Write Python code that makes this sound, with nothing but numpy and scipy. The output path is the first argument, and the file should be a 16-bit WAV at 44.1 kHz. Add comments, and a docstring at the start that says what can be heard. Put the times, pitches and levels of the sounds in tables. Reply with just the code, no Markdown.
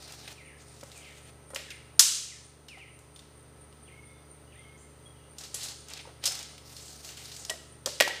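"""Tape measure on wire mesh

A steel tape measure is drawn over a roll of welded wire mesh on the concrete floor of a sheet-metal shed.
Snaps are short noise rattles, sliding is many tiny ticks, and the set-down tape case knocks and rings.
A cooling unit hums in steady tones over noisy air; birds (gliding sines) and insects (throbbing noise)
come in through the open door. Handling and bird sounds also echo in the shed."""
import sys
import numpy as np
from scipy import signal
from scipy.fft import rfft, irfft, next_fast_len
from scipy.io import wavfile

SR = 44100
rng = np.random.default_rng(int(sys.argv[2]) if len(sys.argv) > 2 else 0)


def generate_wav(sig):
    """Save sig (samples, or channels by samples) to the path in sys.argv[1] as 16-bit PCM at SR."""
    pcm = np.round(np.clip(np.atleast_2d(sig).T, -1, 1) * 32767).astype(np.int16)
    wavfile.write(sys.argv[1], SR, pcm)


N = 361619
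TIME = np.arange(N) / SR
HIT_SAMPLES = 4096   # longest rattle, about 93 ms

# Ringing tones of the steel blade: pitch_hz [Hz], level_db [dB], t60_s [s to fall 60 dB]
BLADE_RING = [(3934, 5, .2), (5230, 8, .3), (5250, -22, 0.28), (6480, -8, 0.23), (6150, -11, 0.21),
              (7700, -26, 0.18), (7770, -7.5, 0.132), (7980, -10.5, 0.19)]


def amp(db):
    """Turn decibels into a gain."""
    return 10 ** (np.asarray(db) / 20)


def rms_one(x):
    """Scale to an rms (average strength) of 1."""
    return x / np.sqrt(np.mean(x ** 2) + 1e-20)


def at_hz(points, hz):
    """Read a table between its points, with frequency spaced in octaves."""
    table_hz, values = np.transpose(points)
    return np.interp(np.log(hz), np.log(table_hz), values)


def colour(x, spectrum):
    """Filter x by a table of dB at each frequency, then scale to rms 1."""
    size = next_fast_len(len(x))
    hz = np.maximum(np.fft.rfftfreq(size, 1 / SR), 1)
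    filtered = irfft(rfft(x, size) * amp(at_hz(spectrum, hz)), size)
    return rms_one(filtered[:len(x)])


def band(x, low_hz, high_hz):
    """Keep the sound between two frequencies."""
    sos = signal.butter(2, [low_hz, min(high_hz, 20000)], "band", fs=SR, output="sos")
    return signal.sosfilt(sos, x)


def resonance(x, hz, width_hz):
    """Favour one pitch, like a damped vibrating body; the gain is 1 at the top."""
    r = np.exp(-np.pi * width_hz / SR)
    top = np.array([1, 0, -1]) * (1 - r * r) / 2
    return signal.lfilter(top, [1, -2 * r * np.cos(2 * np.pi * hz / SR), r * r], x)


def ring(x, modes):
    """Let x strike several fading tones at once; a click of size 1 starts each at its level."""
    out = 0
    for hz, level_db, t60_s in modes:
        r = amp(-60 / (t60_s * SR))
        w = 2 * np.pi * hz / SR
        # the tiny offset keeps the filter out of very slow number ranges
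        tone = signal.lfilter([0, np.sin(w)], [1, -2 * r * np.cos(w), r * r], x + 1e-18)
        out = out + amp(level_db) * tone
    return out


def drift(rate_hz):
    """Random wandering of spread 1; a higher rate wanders faster."""
    r = np.exp(-2 * np.pi * rate_hz / SR)
    noise = rng.standard_normal(N + SR)
    return rms_one(signal.lfilter([1], [1, -2 * r, r * r], noise)[SR:])   # skip the filter's start


def rattles(events, t60s):
    """Per event: a dying rattle of contacts, and one click of equal energy to set off the echo."""
    after = np.arange(HIT_SAMPLES) / SR
    noises = rng.standard_normal((len(events), HIT_SAMPLES))
    for (start_s, level_db, *_), t60_s, noise in zip(events, t60s, noises):
        attack = 1 - np.exp(-after / 0.00043)
        rattle = noise * amp(level_db - 60 * after / t60_s) * attack
        click = (after == 0) * np.sqrt(np.sum(rattle ** 2))
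        first = round(start_s * SR)
        yield slice(first, first + HIT_SAMPLES), np.array([rattle, click])


def cooling_unit():
    """Blade, shaft and mains tones over rushing air, with faint whines of the casing."""
    # Tones at multiples of each base pitch: multiple [whole number], level_db [dB rms]
    fan_tones = {1: -60, 2: -62, 3: -72, 6: -70.5}
    shaft_tones = {2: -64.5, 4: -75, 5: -68, 6: -72.5, 7: -67.5, 9: -71.5, 10: -75, 22: -72.5, 34: -78.5}
    mains_tones = {2: -66.5, 4: -76.5}
    # Colour of the rushing air: pitch_hz [Hz], level_db [relative dB per Hz]
    air_colour = [(30, -22), (55, 3), (90, 2), (180, -1.5), (400, 0), (1000, -3.5), (2500, -11.5),
                  (4300, -14.5), (7200, -29), (10500, -35), (13000, -22.5), (16000, -22)]
    fan_hz, shaft_hz, mains_hz = 73.62, 59.085, 60.01
    in_step_s = 3.49   # all tones peak together here; shaft and mains hum then beat
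    turn = 2 * np.pi * (TIME - in_step_s)
    tones = 0
    for hz, multiples in ((fan_hz, fan_tones), (shaft_hz, shaft_tones), (mains_hz, mains_tones)):
        for multiple, level_db in multiples.items():
            tones = tones + np.sqrt(2) * amp(level_db) * np.cos(multiple * hz * turn)
    air_noise, casing_noise = rng.standard_normal((2, N))
    whines = 0
    for hz, width_hz, level_db in ((4200, 370, -121.5), (4900, 40, -80), (6100, 478, -74.5)):
        whines = whines + amp(level_db) * rms_one(resonance(casing_noise, hz, width_hz))
    return tones + amp(-59.5) * colour(air_noise, air_colour) + whines


def insects():
    """A near singer, narrow noise at 9 kHz, swells about four times a second over a wider far chorus."""
    # Pace of the near singer: throb_number [count], time_s [s]
    throb_pace = [(0, .05), (3, .7), (5, 1.25), (11, 2.7), (17, 4.07), (21, 5.07), (34, 8.2)]
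    level_db, spread_db, rise_s, fall_s = -61.5, 1, .03, .055
    number, time_s = np.transpose(throb_pace)
    throbs_s = np.interp(np.arange(number[-1] + 1), number, time_s)
    levels_db = level_db + spread_db * rng.standard_normal(len(throbs_s))
    swell = 0
    for throb_s, throb_db in zip(throbs_s, levels_db):
        width_s = np.where(TIME < throb_s, rise_s, fall_s)
        swell = swell + amp(throb_db) * np.exp(-((TIME - throb_s) / width_s) ** 2)
    near, chorus = rng.standard_normal((2, N))
    for _ in range(2):
        near = resonance(near, 9000, 450)
    for _ in range(3):
        chorus = resonance(chorus, 9000, 1600)
    # the near singer never falls quite silent, and its level flickers
    near = (swell + amp(-75)) * rms_one(near) * amp(2 * drift(87))
    return near + amp(-65) * rms_one(chorus)


def sliding():
    """Uneven clumps of ticks over the wires, each a few ms of noise; strokes swell, hold and fade."""
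    # Colour of the ticks: pitch_hz [Hz], level_db [relative dB per Hz]
    slide_colour = [(410, -16), (700, 0.5), (830, 0), (1010, -10), (1230, -5.5), (4430, -1), (8760, -10.5),
                    (10800, -21.5), (14000, -19.5), (16000, -28)]
    # Strokes of mesh and blade: start_s [s], length_s [s], level_db [relative dB], brightness_db [dB]
    slide_strokes = [(-.05, .1, -49.5, 5), (.08, 0.242, -50, 4.5), (0.608, 0.37, -58, 5),
                     (0.975, .32, -57.5, 4), (5.404, 0.055, -50.5, 2), (5.562, 0.16, -47, 0),
                     (5.897, 0.11, -49, -6), (6.256, 0.15, -43.5, 4), (6.427, 0.13, -55, 0),
                     (6.677, 0.289, -54, 12), (6.999, 0.428, -54.5, 11), (7.438, 0.044, -48.5, 5)]
    attack_s, release_s, ticks_per_s = 0.059, 0.027, 7300   # tick rate drifts around this
    born = rng.random(N) < ticks_per_s * amp(2.5 * drift(40)) / SR
    sizes = born * amp(3.8 * np.minimum(rng.exponential(1, N), 5))
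    fade = amp(-60 / (0.016 * SR))   # each tick falls 60 dB in 16 ms
    ticks = signal.lfilter([1], [1, -fade], sizes) * rng.standard_normal(N)
    ticks = colour(ticks, slide_colour)
    ticks = ticks + amp(-63) * ring(ticks, BLADE_RING)   # the blade sings faintly as it is dragged
    # the scrape shifts its colour from wire to wire
    for low_hz, high_hz in ((1500, 5000), (3500, 6500), (6000, 9700)):
        ticks = ticks + (amp(3.1 * drift(6.3)) - 1) * band(ticks, low_hz, high_hz)
    treble = signal.sosfilt(signal.butter(2, 6000, "high", fs=SR, output="sos"), ticks)
    out = 0
    for start_s, length_s, level_db, bright_db in slide_strokes:
        end_s = start_s + length_s
        corners_s = [start_s - attack_s, start_s, end_s, end_s + release_s]
        stroke = np.interp(TIME, corners_s, [0, 1, 1, 0]) ** 2
        out = out + amp(level_db) * stroke * (ticks + (amp(bright_db) - 1) * treble)
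    return out


def blows():
    """Blade on mesh: a noisy crack with a brief pitch, body below, sheen above and a faint blade ring."""
    # Snaps and ticks: start_s [s], level_db [relative dB], centre_hz [Hz], t60_s [s to fall 60 dB]
    snaps = [(0.0767, -39, 6000, .025), (0.1222, -31, 5460, 0.023), (0.2764, -30, 2520, 0.052),
             (0.326, -37, 5960, .02), (0.81, -37, 5070, .022), (0.835, -34.5, 7800, .014),
             (0.9159, -40, 3730, .056), (0.976, -38.5, 8550, 0.027), (1.503, -42, 9000, .034),
             (1.5464, -24, 7400, 0.025), (1.5596, -15.5, 2500, .025), (1.704, -28.5, 2730, .048),
             (1.7148, -33, 2675, .03), (1.9932, 2.5, 6140, 0.078), (2.6835, -35, 2970, 0.065),
             (2.78, -46, 2910, 0.07), (2.9896, -42, 8880, 0.022), (3.1607, -38, 3490, 0.031),
             (3.1923, -39, 3584, .03), (3.726, -47.5, 3150, 0.023), (5.3835, -32, 5700, 0.05),
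             (5.409, -34, 5260, 0.036), (5.4359, -35, 4460, 0.095), (5.543, -22, 7700, 0.057),
             (5.607, -34.5, 4430, 0.24), (5.631, -30.5, 6700, 0.19), (5.682, -32.5, 4500, 0.12),
             (5.8842, -32, 6100, 0.021), (5.901, -34.5, 5940, .032), (5.9353, -25.5, 4470, .019),
             (5.9748, -32, 4480, 0.024), (6.009, -36, 3000, 0.023), (6.2386, -20.5, 4140, 0.053),
             (6.2548, -15.5, 5260, 0.14), (6.2754, -12, 4300, 0.012), (6.32, -22.5, 5260, 0.029),
             (6.351, -26, 5250, .026), (6.39, -29.5, 5230, 0.03), (6.428, -27.5, 5460, 0.02),
             (6.5792, -36, 3290, 0.037), (6.766, -29, 4300, 0.015), (6.881, -33, 4370, 0.014),
             (7.0466, -32, 4500, .035), (7.089, -31, 3060, .027), (7.171, -34, 3130, 0.056),
             (7.2543, -32.5, 4900, .035), (7.317, -34, 4470, .04), (7.364, -30.5, 4740, .03),
             (7.4496, -24, 4900, 0.02), (7.4962, -19, 2990, 0.042), (7.4993, -16, 7700, 0.021),
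             (7.8594, -11.5, 4630, 0.022), (8.0015, -1, 2400, .01), (8.006, 0.5, 2340, 0.031),
             (8.0214, -6.5, 2870, .02), (8.0771, -18.5, 3660, 0.04)]
    # Echo compared with the blow, less when the hands work near the microphone: time_s [s], level_db [dB]
    echo_levels = [(0, -3), (1.4, 1.5), (1.8, -4), (2, 1), (5.4, 3.5), (5.9, -1.1), (6.5, -4), (6.8, 9.5),
                   (7.4, 2.5), (7.45, -6), (7.85, 1), (8, -5.5), (8.2, 1)]
    crack, body, sheen = np.zeros((3, 2, N + HIT_SAMPLES))   # two rows each: direct, echo source
    for (at, hit), (start_s, level_db, hz, _) in zip(rattles(snaps, np.array(snaps)[:, 3]), snaps):
        echo_db = np.interp(start_s, *np.transpose(echo_levels))
        hit = hit * amp([[0], [echo_db]])
        pitch_db = -4.5 - .2 * (level_db + 31)   # lighter blows have a clearer pitch
        crack[:, at] += resonance(hit, hz, hz)
        crack[:, at] += amp(pitch_db) * resonance(hit, hz, 0.066 * hz)
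        body[:, at] += hit * amp(-15)
        sheen[:, at] += hit * amp(-21)
    crack = band(crack, 1216, 9500)
    body = band(body, 1150, 2400)
    sheen = band(sheen, 9500, 17000)
    return (crack + amp(-58.5) * ring(crack, BLADE_RING) + body - sheen)[:, :N]


def knocks():
    """Tape case, hand and roll: one push rings a hollow tone with a dull scuff; the case rings on a little."""
    # Knocks: start_s [s], level_db [relative dB], hollow_hz [Hz], t60_s [s to fall 60 dB],
    # case_ring_db [relative dB]
    thuds = [(0.276, -46.5, 640, 0.035, -9), (0.83, -36, 560, 0.039, -33), (1.504, -44.5, 597, 0.069, -22),
             (1.534, -40.5, 536, 0.11, -32), (1.562, -38.5, 560, 0.054, -12),
             (1.597, -45.5, 576, 0.067, -21), (1.993, -32, 910, 0.084, -25), (2.773, -46, 782, .057, -19.5),
             (5.542, -43, 453, .036, -14), (6.053, -44.5, 910, 0.046, -25), (6.072, -42.5, 507, .05, -32),
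             (6.089, -46.5, 696, 0.067, -26), (6.238, -42, 527, 0.06, -30), (6.279, -42, 557, 0.047, -29.5),
             (7.497, -36, 663, 0.069, -12), (7.511, -34, 637, 0.03, -30), (7.537, -44, 682, 0.084, -26.5),
             (7.862, -28.5, 500, .037, -40), (7.872, -28, 586, 0.053, -40), (8.007, -10, 587, 0.023, -5),
             (8.022, -21, 483, 0.024, -28), (8.076, -16, 850, 0.011, -23), (8.094, -41, 754, .04, -4)]
    # Ringing tones of the tape case: pitch_hz [Hz], level_db [dB], t60_s [s to fall 60 dB]
    case_ring = [(1637, 3.5, .012), (1912, 8, 0.11), (1825, -12, 0.11), (1920, -2, 0.05),
                 (2420, -0.5, 0.013)]
    hollow, scuff, case = np.zeros((3, 2, N + HIT_SAMPLES))   # two rows each: direct, echo source
    push = np.arange(HIT_SAMPLES) == 0
    for (at, hit), (_, level_db, hz, t60_s, ring_db) in zip(rattles(thuds, np.array(thuds)[:, 3]), thuds):
        hollow[:, at] += ring(push, [(hz, level_db, t60_s)])
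        scuff[:, at] += hit
        case[:, at] += hit * amp(ring_db)
    hollow = band(hollow, 330, 1900)
    scuff = amp(7.5) * band(scuff, 290, 1400)
    case = amp(-23.5) * ring(band(case, 1400, 2550), case_ring)
    return (hollow + scuff + case)[:, :N]


def birds():
    """Sine glides and held notes, broken up by moving air, and what of them reaches the walls."""
    # Quick chirps: start_s [s], length_s [s], from_hz [Hz], to_hz [Hz], level_db [relative dB]
    quick_chirps = [(0.364, 0.066, 2790, 1830, -53), (0.449, 0.07, 3090, 1584, -54.5),
                    (0.921, 0.093, 2850, 2074, -57), (1.004, .095, 3397, 1780, -53),
                    (1.613, 0.031, 2740, 2050, -60), (1.67, .032, 2053, 1556, -51),
                    (1.703, .03, 3000, 1950, -45), (2.197, .044, 2600, 1980, -67),
                    (2.278, 0.072, 2950, 1670, -53.5), (2.684, 0.085, 3100, 1882, -48.5),
                    (2.784, .068, 3200, 1910, -48.5), (3.874, 0.021, 3380, 1960, -53.5),
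                    (4.517, .021, 3400, 2043, -54.5), (4.552, 0.037, 3790, 3080, -64.5),
                    (4.612, 0.047, 3350, 2960, -69), (4.774, 0.012, 5820, 7700, -59),
                    (4.784, 0.042, 7750, 7160, -69.5), (5.142, 0.0578, 3100, 2775, -73)]
    # A far bird's notes, each sliding to its pitch: start_s [s], length_s [s], from_hz [Hz],
    # held_hz [Hz], level_db [relative dB]
    held_notes = [(3.855, .025, 3380, 3290, -61), (3.898, .112, 1883, 2190, -59),
                  (4.029, 0.11, 2150, 2167, -57.5), (4.144, .07, 2164, 2160, -68),
                  (4.065, 0.17, 3480, 3550, -73), (4.472, 0.047, 2900, 2930, -64),
                  (4.543, 0.085, 1550, 2117, -55.5), (4.646, 0.123, 2174, 2160, -53.5),
                  (4.792, 0.084, 2120, 2117, -68), (5.055, 0.07, 3315, 3294, -61.5),
                  (5.138, .14, 3300, 3260, -72), (5.203, .08, 2830, 2750, -71)]
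    scoop_s, attack_s, release_s = .018, .004, 0.012
    chirps, echoed, whistles = 0, 0, 0
    for start_s, length_s, from_hz, to_hz, level_db in quick_chirps:
        part = np.clip((TIME - start_s) / length_s, 0, 1)
        pitch_hz = from_hz * (to_hz / from_hz) ** part
        chirp = amp(level_db) * np.sin(2 * np.pi * np.cumsum(pitch_hz) / SR)
        chirps = chirps + chirp * np.sin(np.pi * part) ** .8
        echo_db = -2.5 - .45 * (level_db + 50.5)   # fainter chirps have more echo for their level
        echoed = echoed + amp(echo_db) * chirp * np.sin(np.pi * part) ** 0.15
    for start_s, length_s, from_hz, held_hz, level_db in held_notes:
        since_s, left_s = TIME - start_s, start_s + length_s - TIME
        pitch_hz = held_hz + (from_hz - held_hz) * np.exp(-np.maximum(since_s, 0) / scoop_s)
        shape = np.clip(np.minimum(since_s / attack_s, left_s / release_s), 0, 1)
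        whistles = whistles + amp(level_db) * shape * np.sin(2 * np.pi * np.cumsum(pitch_hz) / SR)
    flutter = amp(4 * drift(40))
    whistles = flutter * whistles
    return np.sqrt(flutter) * chirps + whistles, echoed + amp(-9.5) * whistles


def pings():
    """Two light ticks ping briefly at one pitch, each a sine that dies away."""
    # Light ticks: start_s [s], level_db [dB]
    ping_ticks = [(3.1607, -47), (3.1923, -44)]
    ping_hz, t60_s = 3600, 0.033
    start_s, level_db = np.transpose(ping_ticks)
    clicks = np.zeros(N)
    clicks[(start_s * SR).astype(int)] = amp(level_db)
    return ring(clicks, [(ping_hz, 0, t60_s)])


def shed(x):
    """Dense echoes off sheet walls and concrete: noise that swells in quickly and dies band by band."""
    # How long the echo lasts: pitch_hz [Hz], t60_s [s to fall 60 dB]
    echo_times = [(200, 0.32), (1000, 0.57), (2500, 0.8), (5000, 0.68), (8000, 0.67), (11000, 0.48),
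                  (16000, 0.36)]
    swell_s = 0.0016
    after = np.arange(SR) / SR
    edges_hz = 150 * 2 ** np.arange(0, 7.1, .5)   # half-octave bands
    echo = 0
    for low_hz, high_hz in zip(edges_hz, edges_hz[1:]):
        t60_s = at_hz(echo_times, np.sqrt(low_hz * high_hz))
        echo = echo + band(rng.standard_normal(SR), low_hz, high_hz) * amp(-60 * after / t60_s)
    echo = echo * (1 - np.exp(-after / swell_s))
    return signal.fftconvolve(x, echo / np.sqrt(np.sum(echo ** 2)))[:N]


def scene():
    """Add the direct sounds, their echoes in the shed, the insects and the cooling unit."""
    slid = sliding()
    struck, struck_click = blows()
    knocked, knocked_click = knocks()
    calls, calls_echoed = birds()
    to_walls = amp(-4.5) * struck_click + amp(-9.5) * knocked_click + amp(-11.5) * slid + calls_echoed
    direct = struck + knocked + amp(-2) * slid + calls + pings()
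    return (direct + shed(to_walls) + insects() + cooling_unit())[None]


def record(dry):
    """Gain control ducks after loud blows and creeps back, peaks are rounded, the top is cut."""
    over_db = np.maximum(20 * np.log10(np.abs(dry[0]) + 1e-9) + 10, 0)   # excess above -10 dB
    release = 9 * TIME   # the held excess falls 9 dB each second
    held_db = np.maximum.accumulate(over_db + release) - release
    smooth_db = signal.lfilter([.002], [1, -.998], np.maximum(held_db, 0))
    ducked = dry * amp(-.25 * smooth_db)   # turn down by a quarter of the excess
    rounded = .72 * np.tanh(ducked / .72)
    top_cut = signal.cheby2(18, 80, 16100, fs=SR, output="sos")   # 80 dB down from 16100 Hz up
    return signal.sosfilt(top_cut, rounded)


dry = scene()
out = record(dry)
generate_wav(out)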